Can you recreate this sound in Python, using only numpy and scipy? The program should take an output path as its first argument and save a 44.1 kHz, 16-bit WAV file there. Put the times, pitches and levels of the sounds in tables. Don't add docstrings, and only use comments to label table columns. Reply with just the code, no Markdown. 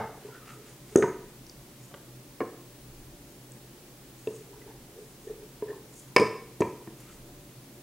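import sys
import numpy as np
from scipy import signal
from scipy.fft import rfft, irfft, next_fast_len
from scipy.io import wavfile
from scipy.ndimage import uniform_filter1d

SR = 44100
rng = np.random.default_rng(int(sys.argv[2]) if len(sys.argv) > 2 else 0)


def waveform_to_disk(signal):
    frames = np.transpose(np.atleast_2d(signal))
    scaled = np.clip(frames, -1, 1) * 32767
    samples = np.round(scaled).astype(np.int16)
    wavfile.write(sys.argv[1], SR, samples)


def nominal_scale(level):
    x = np.asarray(level, float) / 20
    return 10 ** x


N = 344975
EARLY = SR // 10

# [f/Hz, level/dB per Hz]
ROOM_TONE = [(32, -31), (55, -9), (93, -21.5), (107, -10.5), (129, 1), (152, -7.5), (288, -7.5),
             (317, -9.5), (340, -5), (411, -12.5), (586, -16.5), (629, -20.5), (675, -18), (1440, -25),
             (15700, -30)]
# [f/Hz, level/dB per Hz]
PORT_HISS = [(18, -32), (30, 4.5), (461, -1.5), (666, -1), (780, -2), (3490, -2.5), (8080, -2.5),
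             (14800, -1.5), (16000, -22)]
# [f/Hz, width/Hz, level/dB]
APPLIANCE_TONES = [(126.4, 16, -65.5), (291.2, 14, -66.5), (584, 8.1, -70), (15734, 1, -74)]
# (f/Hz, level/dB rms)
MOTOR_HUM = (126, -59)
# [t/s, level/dB, hold/s]
ARM_GUSTS = [
    (0, -64, .15),
    (1.1, -61, 0.54),
    (3.01, -49, .03),
    (3.68, -66, .2),
    (4.7, -60, 0.11),
    (5.3, -59, .1),
    (7.17, -56, .2),
]
# [f/Hz, t60/s]
ROOM_DECAY = [(100, 0.37), (400, 0.52), (1000, 0.52), (2500, 0.56), (5000, 0.48), (10000, 0.44)]
# [f/Hz, level/dB]
ROOM_LEVEL = [(100, -5), (400, -10), (1000, -5.5), (2500, -9.5), (5000, -8), (10000, -7.5)]
# [f/Hz, level/dB]
ROOM_SIDE = [(100, -41), (400, -78), (1000, -70.5), (4000, -31), (10000, -45)]
# [t/s, level/dB, hold/s]
FOOT_ROLLS = [(.26, -46.5, 0.0092), (.43, -60, .01), (.576, -51, .01), (.674, -50.5, 0.032),
              (.93, -48, .01), (4.33, -48, 0.0092), (4.4, -55.5, 0.14), (4.59, -51, 0.11),
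              (4.896, -59, .01), (4.984, -45, 0.0078), (5.29, -38, 0.012), (5.422, -48.5, .01),
              (5.6, -58, .01), (5.693, -37.5, .01), (5.77, -47.5, 0.0093), (6.9, -55, .02),
              (7.146, -59, .01), (7.25, -64, .05)]
# [t/s, level/dB, hold/s]
FINGER_RUBS = [
    (.22, -60.5, 0.14),
    (.49, -52.5, .01),
    (.674, -56.5, 0.009),
    (.88, -60, 0.058),
    (4.352, -67, .05),
    (4.614, -63, .01),
    (5.274, -69, .01),
    (5.43, -69, .13),
    (5.693, -63, .01),
    (7, -60.5, 0.13),
]
# [t/s, length/s, f/Hz, level/dB rms, octave/dB]
FINGER_SQUEAKS = [(.26, 0.055, 940, -54, -20), (0.289, 0.11, 1400, -51, -23),
                  (0.335, 0.059, 1850, -57, -20), (0.405, .05, 1220, -56, -13),
                  (0.45, 0.12, 1296, -51.5, -9), (4.525, .05, 900, -57.5, -20),
                  (4.663, 0.076, 847, -54.5, -7), (5.671, 0.06, 1760, -50, -25),
                  (5.676, 0.1, 980, -54.5, -20), (5.268, 0.037, 1820, -60, -20),
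                  (7.06, 0.07, 1290, -61, -7)]
# [t/s, level/dB, hold/s]
SKIN_SLIDES = [(.5, -62, .06), (.684, -60, .02), (.9, -59, 0.043), (1.834, -59, .01), (3.28, -67, 0.074),
               (4.2, -62, .08), (4.344, -56.5, .02), (5, -66, .12), (5.232, -64, .05), (5.976, -51, 0.0063),
               (7.01, -58.5, .01), (7.128, -59, .01)]
# [f/Hz, width/Hz, level/dB]
SKIN_COLOUR = [(6900, 1100, 3), (7800, 4000, 9)]
# [t/s, peak level/dB]
DOUGH_SLAPS = [
    (1.914, -42),
    (1.921, -48),
    (1.941, -34),
    (1.946, -33),
]
# [t/s, peak level/dB, f/Hz, t60/s]
SINGLE_RINGS = [(-.03, -25, 2200, 0.037), (2.405, -30, 2180, .025), (1.945, -41, 2900, .015),
                (2.406, -33, 1090, .09), (6.607, -19, 275, .05), (6.607, -22, 590, .04),
                (6.62, -24, 960, .03), (-.03, -13, 614, 0.035), (0.9715, -42, 3580, 0.018),
                (0.9835, -40, 3620, 0.018), (2.4045, -25, 742, 0.042), (2.41, -23, 272, .06),
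                (4.272, -32, 2650, 0.018), (4.272, -40, 3620, 0.019), (4.617, -48, 1990, .05),
                (6.1645, -20, 5060, .012), (6.166, -21, 4900, .02), (6.876, -51, 1780, 0.026),
                (7.29, -51, 714, 0.073)]
# [t/s, peak level/dB]
HANDLE_CLINKS = [
    (0.959, -21.5),
    (0.9596, -17.5),
    (0.9728, -25),
    (0.9852, -31),
    (1.025, -36),
    (6.164, -29),
    (6.199, -34),
    (6.6085, -31),
]
# [f/Hz, level/dB, t60/s]
HANDLE_MODES = [(6180, -0.5, 0.013), (6540, 0.5, 0.015), (6960, -0.5, 0.01), (7670, -2, 0.0091),
                (8240, -4.5, .008), (9220, -8.5, 0.0074), (10900, -12, 0.0064)]
# [t/s, peak level/dB, centre f/Hz, width/octaves, t60/s]
CONTACT_CRACKS = [(-.03, -10.5, 444, 2.6, 0.018), (0.9568, -21, 1470, 0.81, 0.023),
                  (1.0242, -19, 1520, 0.63, 0.053), (2.4046, -31, 700, 1.5, 0.025),
                  (4.272, -45, 900, 2.4, 0.017), (5.622, -45, 1200, 1.2, .015),
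                  (6.163, -13.5, 2500, 2.94, 0.028), (6.163, -33, 12000, 1.1, .012),
                  (6.198, -25.5, 3000, 2.4, 0.024), (6.605, -34, 5000, 1.6, 0.034),
                  (6.619, -27, 2200, 0.85, 0.03), (6.874, -40, 600, 1.6, 0.014),
                  (6.1635, -15, 5100, .15, .022), (6.1635, -25, 7500, .8, .02), (.959, -28, 8500, .9, .012),
                  (3.519, -39, 7700, .3, .008), (7.004, -42, 11500, .6, .012),
                  (1.4664, -40, 5300, .3, .009), (1.496, -39.5, 5100, .3, .009),
                  (2.4045, -44, 4500, .6, .012)]
# [t/s, peak level/dB, strongest low wall mode f/Hz, lower middle level/dB, upper middle level/dB]
RIM_CLANGS = [(-.03, -18, 913, -16, -22), (0.9575, -30, 1273, 0, -13), (1.0245, -27.5, 1276, -1, -23),
              (1.040, -24, 930, -29, -20), (2.4045, -30, 1058, -5, -13), (2.414, -33, 1040, -4, -10),
              (4.272, -42, 980, -9, -15), (5.6235, -38.5, 956, -13, -22), (6.163, -10.5, 1006, -1.5, 2),
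              (6.180, -18.5, 1022, -16, -2), (6.198, -22, 1072, -22, -10), (6.606, -29, 960, -9, -11),
              (6.619, -24, 962, -9, -5), (6.874, -53, 960, 3, -14)]
# [ratio to strongest low mode, level/dB, t60/s]
LOW_WALL_MODES = [(1, 2.5, 0.062), (0.761, -2.5, 0.039), (1.06, -3, 0.052), (1.2, -4.5, 0.036),
                  (0.584, -2.5, 0.063)]
# [f/Hz, level/dB, t60/s]
LOWER_MID_MODES = [(1635, -2.5, 0.051), (1805, 1.5, 0.05), (1435, 2.5, 0.018)]
# [f/Hz, level/dB, t60/s]
UPPER_MID_MODES = [(2246, 2.5, 0.041), (2395, -5.5, 0.066), (2650, -7.5, 0.063), (3000, -10, 0.036),
                   (2100, -10, 0.043)]
# [f/Hz, level/dB, t60/s]
TOP_WALL_MODES = [(3740, -9, 0.018), (4850, -16, 0.025), (4960, -1.5, 0.031), (5070, 10, 0.016),
                  (5300, -13, .015), (5630, -7, 0.014)]
# [t/s, peak level/dB, hollow note f/Hz, low counter thump level/dB]
FOOT_THUDS = [(-.03, -11, 444, -3.5), (0.248, -35.5, 417, -14), (0.284, -39, 430, -20),
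              (0.9572, 1, 358, -19.5), (0.9707, -7.5, 394, -21), (0.9829, -10, 381, -20),
              (0.9944, -14.5, 415, -28), (1.024, -15, 404, -10), (1.038, -11, 389, -11),
              (2.4049, -21, 435, -18), (2.4129, -22.5, 340, -7), (2.429, -27.5, 470, -8),
              (4.272, -18.5, 423, -14), (4.283, -25.5, 418, -15), (5.6237, -21.5, 425, -33),
              (5.633, -36, 412, -20), (6.1628, -5, 418, -29), (6.169, -10, 453, -15),
              (6.197, -14, 330, -2.5), (6.2077, -16, 386, -15), (6.2154, -11, 446, -8),
              (6.222, -11.5, 440, -9), (6.6054, -11, 363, -5.5), (6.6181, -15, 426, -13),
              (6.875, -33.5, 320, 2.5)]


def rms_one(x):
    return x / np.sqrt(np.mean(x ** 2) + 1e-20)


def at_hz(points, hz):
    table_hz, values = np.array(points)[:, 0], np.array(points)[:, 1]
    return np.interp(np.log(np.maximum(hz, 1)), np.log(table_hz), values)


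def coloured(spectrum):
    size = next_fast_len(N)
    hz = np.arange(size // 2 + 1) * SR / size
    bins = rfft(rng.standard_normal(size)) * nominal_scale(at_hz(spectrum, hz))
    return rms_one(irfft(bins, size)[:N])


def band_pass(x, low_hz, high_hz):
    return signal.sosfilt(signal.butter(2, [low_hz, high_hz], "band", fs=SR, output="sos"), x)


def resonate(x, hz, width_hz):
    r = np.exp(-np.pi * width_hz / SR)
    poles = [1, -2 * r * np.cos(2 * np.pi * hz / SR), r * r]
    return signal.lfilter([(1 - r * r) / 2, 0, (r * r - 1) / 2], poles, x)


def strokes(gestures, rise, fall, rest_db):
    t, level_db = np.arange(N) / SR, np.full(N, float(rest_db))
    for s, db, hold in gestures:
        before, after = np.maximum(s - t, 0), np.maximum(t - s - hold, 0)
        level_db = np.maximum(level_db, db - rise * before - fall * after)
    return nominal_scale(uniform_filter1d(level_db, size=600))


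def ringing(modes, contact_s):
    t = np.arange(SR // 4) / SR
    wave = sum(nominal_scale(db - 60 * t / max(t60, .004)) * np.sin(2 * np.pi * hz * t) for hz, db, t60 in modes)
    return wave * (1 - np.exp(-t / contact_s))


def struck(modes, db, spread_db):
    blow = []
    for hz, level_db, t60 in modes:
        detune, change = rng.standard_normal(2)
        blow.append((hz * (1 + 0.01 * detune), db + level_db + spread_db * change, t60))
    return blow


def add(out, s, wave):
    start = round(s * SR) + EARLY
    out[start:start + len(wave)] += wave[:len(out) - start]


def background():
    room_tone = nominal_scale(-51.5) * coloured(ROOM_TONE)
    motor_hz, motor_db = MOTOR_HUM
    hum = nominal_scale(motor_db + 2) * np.sin(2 * np.pi * motor_hz * np.arange(N) / SR)
    for hz, width, db in APPLIANCE_TONES:
        noise = rng.standard_normal(N)
        hum += nominal_scale(db) * rms_one(resonate(resonate(noise, hz, width), hz, width))
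    rumble = rms_one(band_pass(rng.standard_normal(N), 22, 55))
    return room_tone + hum + rumble * strokes(ARM_GUSTS, rise=49, fall=62, rest_db=-67.5)


def kitchen():
    t = np.arange(SR * 3 // 4) / SR
    tails = np.zeros((2, len(t)))
    onset = np.clip((t - .007) / 0.01, 0, 1)
    edges = 60 * 2 ** np.arange(0, 8.1, .5)
    for low, high in zip(edges, edges[1:]):
        hz = np.sqrt(low * high)
        band = band_pass(rng.standard_normal(tails.shape), low, high)
        fade = nominal_scale(-60 * t / at_hz(ROOM_DECAY, hz)) * onset
        level_db = at_hz(ROOM_LEVEL, hz) + np.array([[0], [at_hz(ROOM_SIDE, hz)]])
        tails += band * fade / np.sqrt(np.sum(fade ** 2)) * nominal_scale(level_db)
    return tails


def grains():
    strength = nominal_scale(2.7 * rng.standard_normal(N // 200 + 1)).repeat(200)[:N]
    return rng.standard_normal(N) * strength


def skin_sliding():
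    friction, hiss = grains(), np.zeros(N)
    for hz, width, db in SKIN_COLOUR:
        hiss += nominal_scale(db) * rms_one(resonate(resonate(friction, hz, width), hz, width))
    return rms_one(hiss) * strokes(SKIN_SLIDES, rise=247, fall=223, rest_db=-80)


def finger_rubbing():
    return rms_one(resonate(grains(), 1400, 1900)) * strokes(FINGER_RUBS, rise=200, fall=220, rest_db=-85)


def finger_squeaking():
    out, friction = np.zeros(N), grains()
    for s, length, hz, db, octave_db in FINGER_SQUEAKS:
        start, size = round(s * SR), round(length * SR)
        slips = friction[start:start + size]
        note = rms_one(resonate(resonate(slips, hz, 200), hz, 200))
        octave = nominal_scale(octave_db) * rms_one(resonate(slips, 2 * hz, 200))
        out[start:start + size] += nominal_scale(db) * (note + octave) * np.sqrt(np.hanning(size))
    return out


def bowl_rolling():
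    hollow = rms_one(resonate(resonate(grains(), 420, 58), 400, 117))
    return hollow * strokes(FOOT_ROLLS, rise=402, fall=224, rest_db=-76)


def dough_slaps(out):
    modes = [(hz, 0, 20.0 / hz) for hz in np.geomspace(550, 3100, 8)]
    for s, db in DOUGH_SLAPS:
        add(out, s, ringing(struck(modes, db - 9.5, 4.1), 0.00018))


def single_rings(out):
    for s, db, hz, t60 in SINGLE_RINGS:
        modes = [(hz, db, t60), (hz * .84, db - 13.0, t60), (hz * 1.3, db - 14, t60)]
        add(out, s, ringing(modes, 0.00094))


def handle_clinks(out):
    for s, db in HANDLE_CLINKS:
        add(out, s, ringing(struck(HANDLE_MODES, db - 3, 2.4), 0.00049))


def contact_cracks(out):
    t = np.arange(EARLY) / SR
    for s, db, hz, octaves, t60 in CONTACT_CRACKS:
        low, high = np.minimum(hz * 2 ** (octaves * np.array([-.5, .5])), .45 * SR)
        burst = band_pass(rng.standard_normal(len(t)) * nominal_scale(-60 * t / t60), low, high)
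        add(out, s, nominal_scale(db) * burst / np.abs(burst).max())


def rim_clangs(out):
    bare_steel_db, top_gain_per_db = -17, 2.5
    for s, db, hz, lower_db, upper_db in RIM_CLANGS:
        top_db = -25 + top_gain_per_db * max(db - bare_steel_db, 0)
        low_modes = [(hz * ratio, level_db, t60) for ratio, level_db, t60 in LOW_WALL_MODES]
        modes = struck(low_modes, db - 3.5, 0.81)
        modes += struck(LOWER_MID_MODES, db + lower_db - 3, 2.0)
        modes += struck(UPPER_MID_MODES, db + upper_db - 5.5, 2.4)
        modes += struck(TOP_WALL_MODES, db + top_db - 8, 1.3)
        add(out, s, ringing(modes, 0.00043))


def foot_thuds(out):
    for s, db, hz, low_db in FOOT_THUDS:
        t60 = 0.025 - .0011 * db
        hollow = [(hz, db + 4.5, t60), (hz * 0.73, db - 8.5, t60), (hz * 1.3, db - 22, t60 * 0.59)]
        counter = [(212.5, db + low_db, 0.044), (147, db + low_db - 5.5, 0.052)]
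        add(out, s, ringing(hollow + counter, 0.002))


def scene():
    near = np.zeros(N + EARLY)
    for blows in (dough_slaps, single_rings, handle_clinks, contact_cracks, rim_clangs, foot_thuds):
        blows(near)
    handling = skin_sliding() + finger_rubbing() + finger_squeaking() + bowl_rolling()
    near[EARLY:] += handling * nominal_scale(-1.5)
    near = signal.sosfilt(signal.butter(3, 95, "high", fs=SR, output="sos"), near)
    mid, side = signal.fftconvolve(near[None], kitchen(), axes=1)[:, EARLY:len(near)]
    mid = mid + near[EARLY:] + background()
    side = side + nominal_scale(-59) * coloured(PORT_HISS)
    return np.array([mid + side, mid - side])


def top_cut(x):
    return signal.sosfilt(signal.butter(12, 16470, fs=SR, output="sos"), x)


def record(dry):
    cut = signal.sosfilt(signal.ellip(8, .5, 30, 15830, fs=SR, output="sos"), dry)
    mix = 1.639 * np.tanh(cut / 1.56)
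    return top_cut(mix)


dry = scene()
out = record(dry)
waveform_to_disk(out)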